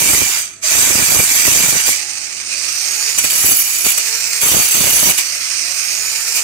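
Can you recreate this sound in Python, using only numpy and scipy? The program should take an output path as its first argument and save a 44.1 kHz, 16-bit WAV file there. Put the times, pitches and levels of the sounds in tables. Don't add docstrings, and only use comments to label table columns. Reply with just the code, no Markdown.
import sys
import numpy as np
from scipy import signal
from scipy.fft import rfft, irfft, next_fast_len
from scipy.io import wavfile
from scipy.ndimage import uniform_filter1d, map_coordinates

SR = 44100
rng = np.random.default_rng(int(sys.argv[2]) if len(sys.argv) > 2 else 0)


def wrap_up_sound(samples):
    columns = np.atleast_2d(samples).T
    tamed = np.clip(columns, -1, 1)
    steps = np.round(tamed * 32767).astype(np.int16)
    wavfile.write(sys.argv[1], SR, steps)


def how_loud(loudness_db):
    steps = np.asarray(loudness_db, float) / 20
    return 10 ** steps


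N = 283563
FFT_LEN = next_fast_len(N, True)
HZ = np.fft.rfftfreq(FFT_LEN, 1 / SR)
T_S = np.arange(N) / SR

# freq_hz, level_db_per_hz
SHOP_TONE = [(15, -29), (25, -5), (64, -1.5), (267, -0.5), (340, -1), (389, -1), (666, -17), (871, -15),
             (2420, -2), (3930, -34), (6210, -21), (15500, -50)]
# freq_hz, level_db
HUMS = [(100.0, -59), (331.0, -64.5), (662.0, -59.5), (1325.0, -60)]
# freq_hz, level_db_per_hz
GEAR_TONE = [(180, -38), (300, -29), (429, -19), (476, -18.5), (650, -14.5), (1020, -15.5), (1160, -9),
             (1710, -6.5), (2480, 3.5), (3440, -13), (4700, -1.5), (6240, 2), (7570, -4.5), (8780, 2),
             (10500, -27), (13600, -48), (22000, -120)]
# freq_hz, level_db_per_hz
AIR_TONE = [(5290, -63), (9000, -1), (9810, -3.5), (13900, -9), (15900, -17.5)]
# freq_hz, left_minus_right_db
MOTOR_SIDES = [(60, -1.0), (110, -1.0), (200, -3), (380, 1), (700, 3), (1290, 0), (2380, -2), (4400, -13.5),
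               (8120, -6.5), (15000, -1)]
# from_s, start_hz, goal_hz, time_constant_s
SPEED = [
    (0, 6175, 6175, 1),
    (1.96, 6175, 800, .95),
    (2.49, 3906, 7576, .323),
    (3.17, 7125, 6900, .2),
    (4.0, 7006, 7878, .523),
    (4.41, 7480, 6900, .2),
    (5.2, 6278, 1900, .952),
    (5.57, 4885, 7617, .356),
    (6.34, 7300, 7000, .2),
]
# whine_db, octave_db, air_db, armature_orders_db, gear_orders_db
STATES = [
    (-55, -64, -12, -3, -5),
    (-49, -56, -11, 2.2, -2),
    (-26, -39, -8.5, 3.5, -5),
    (-29.5, -49, -1.5, -6, -12),
    (-30.5, -36, -9.5, 4, 0),
    (-38, -47, -3, -6, -8),
    (-31, -41, -8, -4, -4),
    (-27.5, -41, -8, 2.5, 4.5),
    (-24, -42, -8, 1.5, -7),
]
SPEED_SLOPES = [14, 8, 12, 6, 22]
# time_s, gear_noise_db, left_minus_right_db
HELD = [(1.96, -27, -5), (2.05, -26, -4.5), (2.15, -26.5, -2.5), (2.47, -26, -0.5), (2.5, -23.5, -2),
        (2.609, -23, -4.5), (3.12, -21, -3.5), (3.17, -24, -3.5), (3.975, -27.5, -8), (4.04, -21, -1.5),
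        (4.39, -21.5, -2), (4.42, -27.5, -2), (5.22, -22, -2.2), (5.3, -23, -2.5), (5.38, -22, 0.2),
        (5.58, -22.5, -4.5), (6.02, -22.5, -3.5), (6.32, -21.5, 0)]
# shaft_order, level_db
ARMATURE_ORDERS = [(2, -30), (3, -32.5), (4, -28.5)]
# shaft_order, level_db
GEAR_ORDERS = [(5, -44), (6, -25.5), (7, -25), (8, -23)]
# time_s, level_db, pitch_hz, t60_s
GUARD_KNOCKS = [
    (0.637, -27.5, 627, 0.17),
    (0.709, -20, 645, 0.069),
]
# time_s, level_db, pitch_hz, t60_s
FREED_BLADE = [
    (1.97, -45.5, 828, 2.7),
]
# start_s, length_s, level_db, left_minus_right_db
POPS = [(0, 0.17, -29.5, -1.5), (0.184, 0.054, -30, -5), (0.722, .12, -30.5, 2.5), (0.864, 0.14, -29.5, -6),
        (1.008, 0.022, -28, 9), (1.082, 0.09, -27.5, -4), (1.16, 0.054, -25, -3), (1.282, .16, -40.5, -7),
        (1.454, 0.039, -26.5, -7.5), (1.504, 0.18, -31, -0.5), (1.628, .02, -25.5, -1),
        (1.713, .045, -33.5, -8), (1.746, 0.01, -29, -10), (1.881, 0.016, -32.5, -8),
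        (3.179, .006, -37, -9), (3.239, 0.0073, -30, -3), (3.29, 0.13, -45, -4), (3.443, 0.014, -29, -10),
        (3.475, 0.057, -31, -2), (3.852, 0.014, -27, -1), (4.424, 0.071, -30, 1.5), (4.52, 0.066, -24.5, 0),
        (4.748, 0.071, -30, -2), (4.837, 0.055, -29.5, -5), (4.927, 0.11, -35, 1), (5.025, .02, -28, -4),
        (5.055, 0.041, -25.5, -2), (5.18, .006, -50, -6), (6.356, .01, -51, -6)]
# from_s, high_teeth_bite_s, turns_per_s, slowing_per_s2
SPIN = [
    (0, .83, 24.6, 0),
    (2.5, 3.68, 37.2, 0),
    (4.3, 4.435, 37.5, 14),
    (5.15, 5.186, 37.2, 0),
]
# start_s, length_s, hiss_start_db, hiss_end_db, body_re_hiss_db
FIRST_BITES = [(0, 0.1, -21, -18, 4), (.106, 0.29, -18, -27.5, 3.5), (.354, 0.17, -31, -59.5, 7.5),
               (.462, 0.14, -56, -72, 17.5), (.636, 0.068, -33.5, -26, 13.5),
               (.71, 0.37, -20.5, -20.5, 5.5), (1.104, .1, -17, -19, 3), (1.208, 0.08, -19, -21, 3),
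               (1.29, 0.14, -19.5, -20, 4.5), (1.45, 0.16, -17.5, -20, 3.5),
               (1.626, 0.068, -19.5, -20.5, 5), (1.69, 0.081, -19, -27, 4.5), (1.76, 0.14, -24, -30, 8.5),
               (1.862, 0.045, -18, -19.5, 3)]
# start_s, length_s, hiss_start_db, hiss_end_db, body_re_hiss_db
LATER_BITES = [(3.186, 0.02, -15, -36.5, 4), (3.242, 0.04, -17.5, -28, 1), (3.302, .148, -20, -19.5, 0.8),
               (3.452, 0.026, -11.5, -10, -5), (3.48, 0.044, -15.5, -9.5, -4),
               (3.55, 0.066, -14, -13.5, -8.5), (3.638, 0.2, -22, -23, -2), (3.848, .052, -16, -18.5, 0.5),
               (3.9, 0.063, -13.5, -39, -1.5), (3.981, 0.0081, -15, -23, 0.5),
               (5.18, 0.02, -18.5, -24, 4.5), (6.358, .03, -19.5, -29, 2)]
# start_s, length_s, hiss_start_db, hiss_end_db, body_re_hiss_db
DEEP_BITES = [
    (4.416, 0.25, -16.5, -18.5, 0.7),
    (4.686, 0.007, -17.5, -20, 0.3),
    (4.71, 0.4, -18, -15.5, 0.73),
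]
# freq_hz, level_db_per_hz
FIRST_TONE = [(180, -42), (300, -20.5), (1270, -6.5), (2350, 0.5), (2640, -1), (4070, -12), (6170, -31),
              (8050, 4.5), (10200, -6), (11400, -3), (15900, -5.5)]
# freq_hz, level_db_per_hz
LATER_TONE = [(180, -74), (300, -10.5), (1450, -5), (2280, -4.5), (4000, -7), (6070, -32), (9340, 4.5),
              (10300, -31), (11000, 4), (13200, 5), (15900, 6.5)]
# freq_hz, width_hz, level_db
FIRST_MODES = [(2343, 23, 7), (3770, 41, -10), (4815, 110, -1), (6140, 190, 4.5), (7260, 530, 2),
               (8700, 120, -28), (8700, 10, -24.5), (9560, 73, -7.5), (11350, 120, 1), (13300, 360, -8),
               (14960, 170, -3)]
# freq_hz, width_hz, level_db
LATER_MODES = [(2357, 89, -1), (2910, 110, -5), (3580, 60, -10), (4585, 19, 1), (4720, 57, -5),
               (5896, 3.9, 13.5), (6280, 35, 8.5), (6840, 53, 1.5), (7350, 25, 3.5), (7800, 200, 1.5),
               (9100, 40, -10), (9650, 150, -3.5), (9300, 140, -7.5), (10970, 44, 10), (12400, 220, 0),
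               (12990, 80, 7.5), (13200, 110, -20), (14900, 100, -5)]
# freq_hz, left_minus_right_db
FIRST_SIDES = [(60, -12), (110, -16), (200, -3), (380, -3.0), (700, -4), (1290, -4.5), (2380, -5),
               (4400, -15.5), (8120, -2), (15000, -2.5)]
# freq_hz, left_minus_right_db
LATER_SIDES = [(60, -1), (110, -12), (200, -1.5), (380, -1), (700, -1), (1290, -4), (2380, -7),
               (4400, -12.5), (8120, 0.5), (15000, -5.5)]

FIRST_EDGES_DB_PER_S, LATER_EDGES_DB_PER_S = (1080, 235), (1400, 520)
SPLIT_HZ = 9550
LEAD_SAMPLES = 5.89


def evened(x):
    return x / np.sqrt(np.mean(x ** 2) + 1e-20)


def read(points):
    hz, value = np.transpose(points)
    return np.interp(np.log(HZ + 1), np.log(hz + 1), value)


def row_at(table):
    index = np.searchsorted([row[0] for row in table], T_S, "right") - 1
    return np.array(table)[index].T, index


def drift(rate_hz, shape=()):
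    step = 1 if rate_hz > 70 else 32
    count = next_fast_len(N // step + 2, True)
    hz = np.fft.rfftfreq(count, step / SR)
    smooth = rfft(rng.standard_normal(shape + (count,))) / np.sqrt(1 + (hz / rate_hz) ** 4)
    fine = np.repeat(irfft(smooth, count), step, axis=-1)
    return evened(uniform_filter1d(fine, size=step)[..., :N])


def panned(pan_db):
    return how_loud(np.outer([.5, -.5], pan_db))


def coloured(drive, gain, sides, alike, lead_samples=0):
    left, other = rfft(drive, FFT_LEN)
    late = left * np.exp(-2j * np.pi * HZ * lead_samples / SR)
    right = alike * late + np.sqrt(1 - alike ** 2) * other
    return np.array([left, right]) * gain * panned(read(sides))


def band(pair, upper):
    high = 1 / (1 + (SPLIT_HZ / (HZ + 1)) ** 24)
    x = irfft(pair * np.sqrt(high if upper else 1 - high), FFT_LEN)[:, :N]
    return x / x.mean(0).std()


def patchy(x, depth_db, bins, frames):
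    z = signal.stft(x, nperseg=512, noverlap=384)[2]
    field = rng.standard_normal(z.shape[1:])
    for _ in range(2):
        field = uniform_filter1d(field, bins, 0)
        field = uniform_filter1d(field, frames, 1)
    z = z * how_loud(depth_db * evened(field))
    return signal.istft(z, nperseg=512, noverlap=384)[1][:, :N]


def bursts(start_s, length_s, from_db, to_db, rise_db_per_s, fall_db_per_s):
    depth_db, step = 90, 16
    rise_s, fall_s = depth_db / rise_db_per_s, depth_db / fall_db_per_s
    rows = []
    for a, b, p, q in zip(start_s, start_s + abs(length_s), from_db, to_db):
        times = [a - rise_s, a, b, b + fall_s]
        rows.append(np.interp(T_S[::step], times, [p - depth_db, p, q, q - depth_db]))
    db = np.array(rows)
    level_db = uniform_filter1d(np.repeat(db.max(0), step)[:N], size=100)
    return level_db, np.repeat(db.argmax(0), step)[:N]


def runout():
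    (_, bite_s, turns_per_s, slowing), _ = row_at(SPIN)
    since_s = T_S - bite_s
    turns = (turns_per_s - .5 * slowing * since_s) * since_s
    return np.cos(2 * np.pi * turns + .3 * drift(3))


def shop():
    drive = rng.standard_normal((2, N))
    pair = coloured(drive, how_loud(read(SHOP_TONE)), [(50, 0.0), (2000, 0.0)], alike=0.77)
    rumble = irfft(pair, FFT_LEN)[:, :N]
    hum = 0
    for hz, db in HUMS:
        hum = hum + how_loud(db + 3.2 * drift(3.9)) * np.sqrt(2) * np.sin(2 * np.pi * hz * T_S)
    return how_loud(-49.5) * evened(rumble) + hum


def motor():
    at_s, *held = np.transpose(HELD)
    gear_db, pan_db = (np.interp(T_S, at_s, column) for column in held)
    off_db = -60 * (T_S < at_s[0] - .03)
    rattle = rng.standard_normal((2, N)) * how_loud(2.0 * drift(900) + 1.0 * drift(26))
    gear = band(coloured(rattle, how_loud(read(GEAR_TONE)), MOTOR_SIDES, 0.33, LEAD_SAMPLES), False)
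    air = band(coloured(rattle[::-1], how_loud(read(AIR_TONE)), MOTOR_SIDES, 0.24, LEAD_SAMPLES), True)

    (since_s, start_hz, goal_hz, lag_s), state = row_at(SPEED)
    hz = goal_hz + (start_hz - goal_hz) * np.exp(-(T_S - since_s) / lag_s)
    full_hz = 7300
    levels_db = np.array(STATES)[state].T + np.outer(SPEED_SLOPES, np.log2(hz / full_hz))
    whine_db, octave_db, air_db, armature_db, gears_db = uniform_filter1d(levels_db, size=1500)

    cycles = np.cumsum(hz * (1 + 0.0019 * drift(44))) / SR
    fuzz_db, fuzz_hz = -4, 260
    whine = how_loud(whine_db + 3 * drift(15, (2,))) * np.sin(2 * np.pi * cycles)
    whine += how_loud(whine_db + fuzz_db) * drift(fuzz_hz, (2,)) * np.cos(2 * np.pi * cycles)
    whine += how_loud(octave_db + 3 * drift(15, (2,))) * np.sin(4 * np.pi * cycles)

    shaft_turns = cycles / 32
    orders = [(k, db + armature_db) for k, db in ARMATURE_ORDERS]
    orders += [(k, db + gears_db) for k, db in GEAR_ORDERS]
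    shaft = 0
    for k, db in orders:
        tone = np.sin(2 * np.pi * (round(k) * shaft_turns + rng.random()))
        shaft = shaft + how_loud(db + 2.7 * drift(6.5)) * tone

    noise = patchy(panned(pan_db) * gear + how_loud(air_db) * air, 1.36, bins=3, frames=20)
    return how_loud(off_db) * (how_loud(gear_db) * (noise + shaft) + np.sqrt(2) * whine)


def knocks():
    out, t_s = np.zeros(N), T_S[:20000]
    onset = 1 - np.exp(-t_s / 0.0043)
    for start_s, db, hz, t60_s in GUARD_KNOCKS + FREED_BLADE:
        part = out[round(start_s * SR):][:len(t_s)]
        part += how_loud(db - 60 * t_s / t60_s) * np.sin(2 * np.pi * hz * t_s) * onset
    return out


def pops():
    start_s, length_s, db, pan_db = np.transpose(POPS)
    level_db, which = bursts(start_s, length_s, db, db, 1600, 480)
    pan_db = uniform_filter1d(pan_db[which], size=600)
    chance, height, sign = rng.random((3, 2, N))
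    size = how_loud(4.2 * np.minimum(-np.log(height + 1e-9), 3.0))
    size = size * np.where(sign < .75, 1, -1)
    jumps = size * (chance < 420 / SR) * how_loud(4.9 * runout())
    push = 1 / ((1 + 1j * HZ / 220) * (1 + 1j * HZ / 2200))
    swing = (1j * HZ / 55 / (1 + 1j * HZ / 55)) ** 2
    thump = evened(irfft(rfft(jumps, FFT_LEN) * push * swing, FFT_LEN)[:, :N])

    low_hz, top_hz, rasp_db = 350, 1520, -7
    grit = rng.standard_normal((2, N)) * how_loud(5.3 * runout() + 5.8 * drift(130))
    colour = 1j * HZ / low_hz / (1 + 1j * HZ / low_hz) / (1 + 1j * HZ / top_hz) ** 2
    rasp = evened(irfft(rfft(grit, FFT_LEN) * colour, FFT_LEN)[:, :N])
    return np.sqrt(2) * (thump + how_loud(rasp_db) * rasp) * how_loud(level_db) * panned(pan_db)


def cut(bites, edges_db_per_s, tone, modes, sides, ring_db, damping, bounce_db):
    start_s, length_s, first_db, last_db, body_db = np.transpose(bites)
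    rise, fall = edges_db_per_s
    body_share = .55
    hiss_level_db = bursts(start_s, length_s, first_db, last_db, rise, fall)[0]
    slid_db = first_db + body_share * (last_db - first_db)
    body_level_db = bursts(start_s, length_s, first_db + body_db, slid_db + body_db,
                           rise, body_share * fall)[0]

    chips = rng.standard_normal((2, N)) * how_loud(0.66 * drift(1350) + 1.0 * drift(160))
    ring = 0
    for hz, width_hz, db in modes:
        ring = ring + how_loud(db + ring_db) ** 2 / (1 + (2 * (HZ - hz) / (width_hz * damping)) ** 2)
    gain = np.sqrt(how_loud(read(tone)) ** 2 + ring)
    pair = coloured(chips, gain, sides, 0.12, 2 * LEAD_SAMPLES)

    chatter = how_loud(0.23 * drift(12))
    bounce = bounce_db * runout()
    hiss = how_loud(hiss_level_db + bounce) * band(pair, True)
    body = how_loud(body_level_db + .5 * bounce) * band(pair, False)
    return chatter * patchy(hiss + body, 2.4, bins=2, frames=14)


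def scene():
    later_blade = (LATER_EDGES_DB_PER_S, LATER_TONE, LATER_MODES, LATER_SIDES)
    first = cut(FIRST_BITES, FIRST_EDGES_DB_PER_S, FIRST_TONE, FIRST_MODES, FIRST_SIDES,
                ring_db=4.0, damping=1.38, bounce_db=0.4)
    later = cut(LATER_BITES, *later_blade, ring_db=9.5, damping=1.27, bounce_db=2.0)
    deep = cut(DEEP_BITES, *later_blade, ring_db=5.0, damping=3.0, bounce_db=1.1)
    bend = np.cumsum(0.00467 * drift(11.1))
    at = np.arange(N) + bend - uniform_filter1d(bend, size=8000)
    blade = [map_coordinates(x, [at], order=3, mode="reflect") for x in first + later + deep]
    return shop() + motor() + knocks() + blade


def roll_off(x):
    return signal.sosfilt(signal.butter(12, 16990, fs=SR, output="sos"), x)


def record(dry):
    x = dry + pops() + how_loud(-73) * rng.standard_normal(dry.shape)
    x = x / (1 + (abs(x) / .86) ** 6) ** (1 / 6)
    edge = signal.firwin(511, 15750, window=("kaiser", 9), fs=SR)
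    mix = signal.oaconvolve(x, edge[None], "same")
    return roll_off(mix)


dry = scene()
out = record(dry)
wrap_up_sound(out)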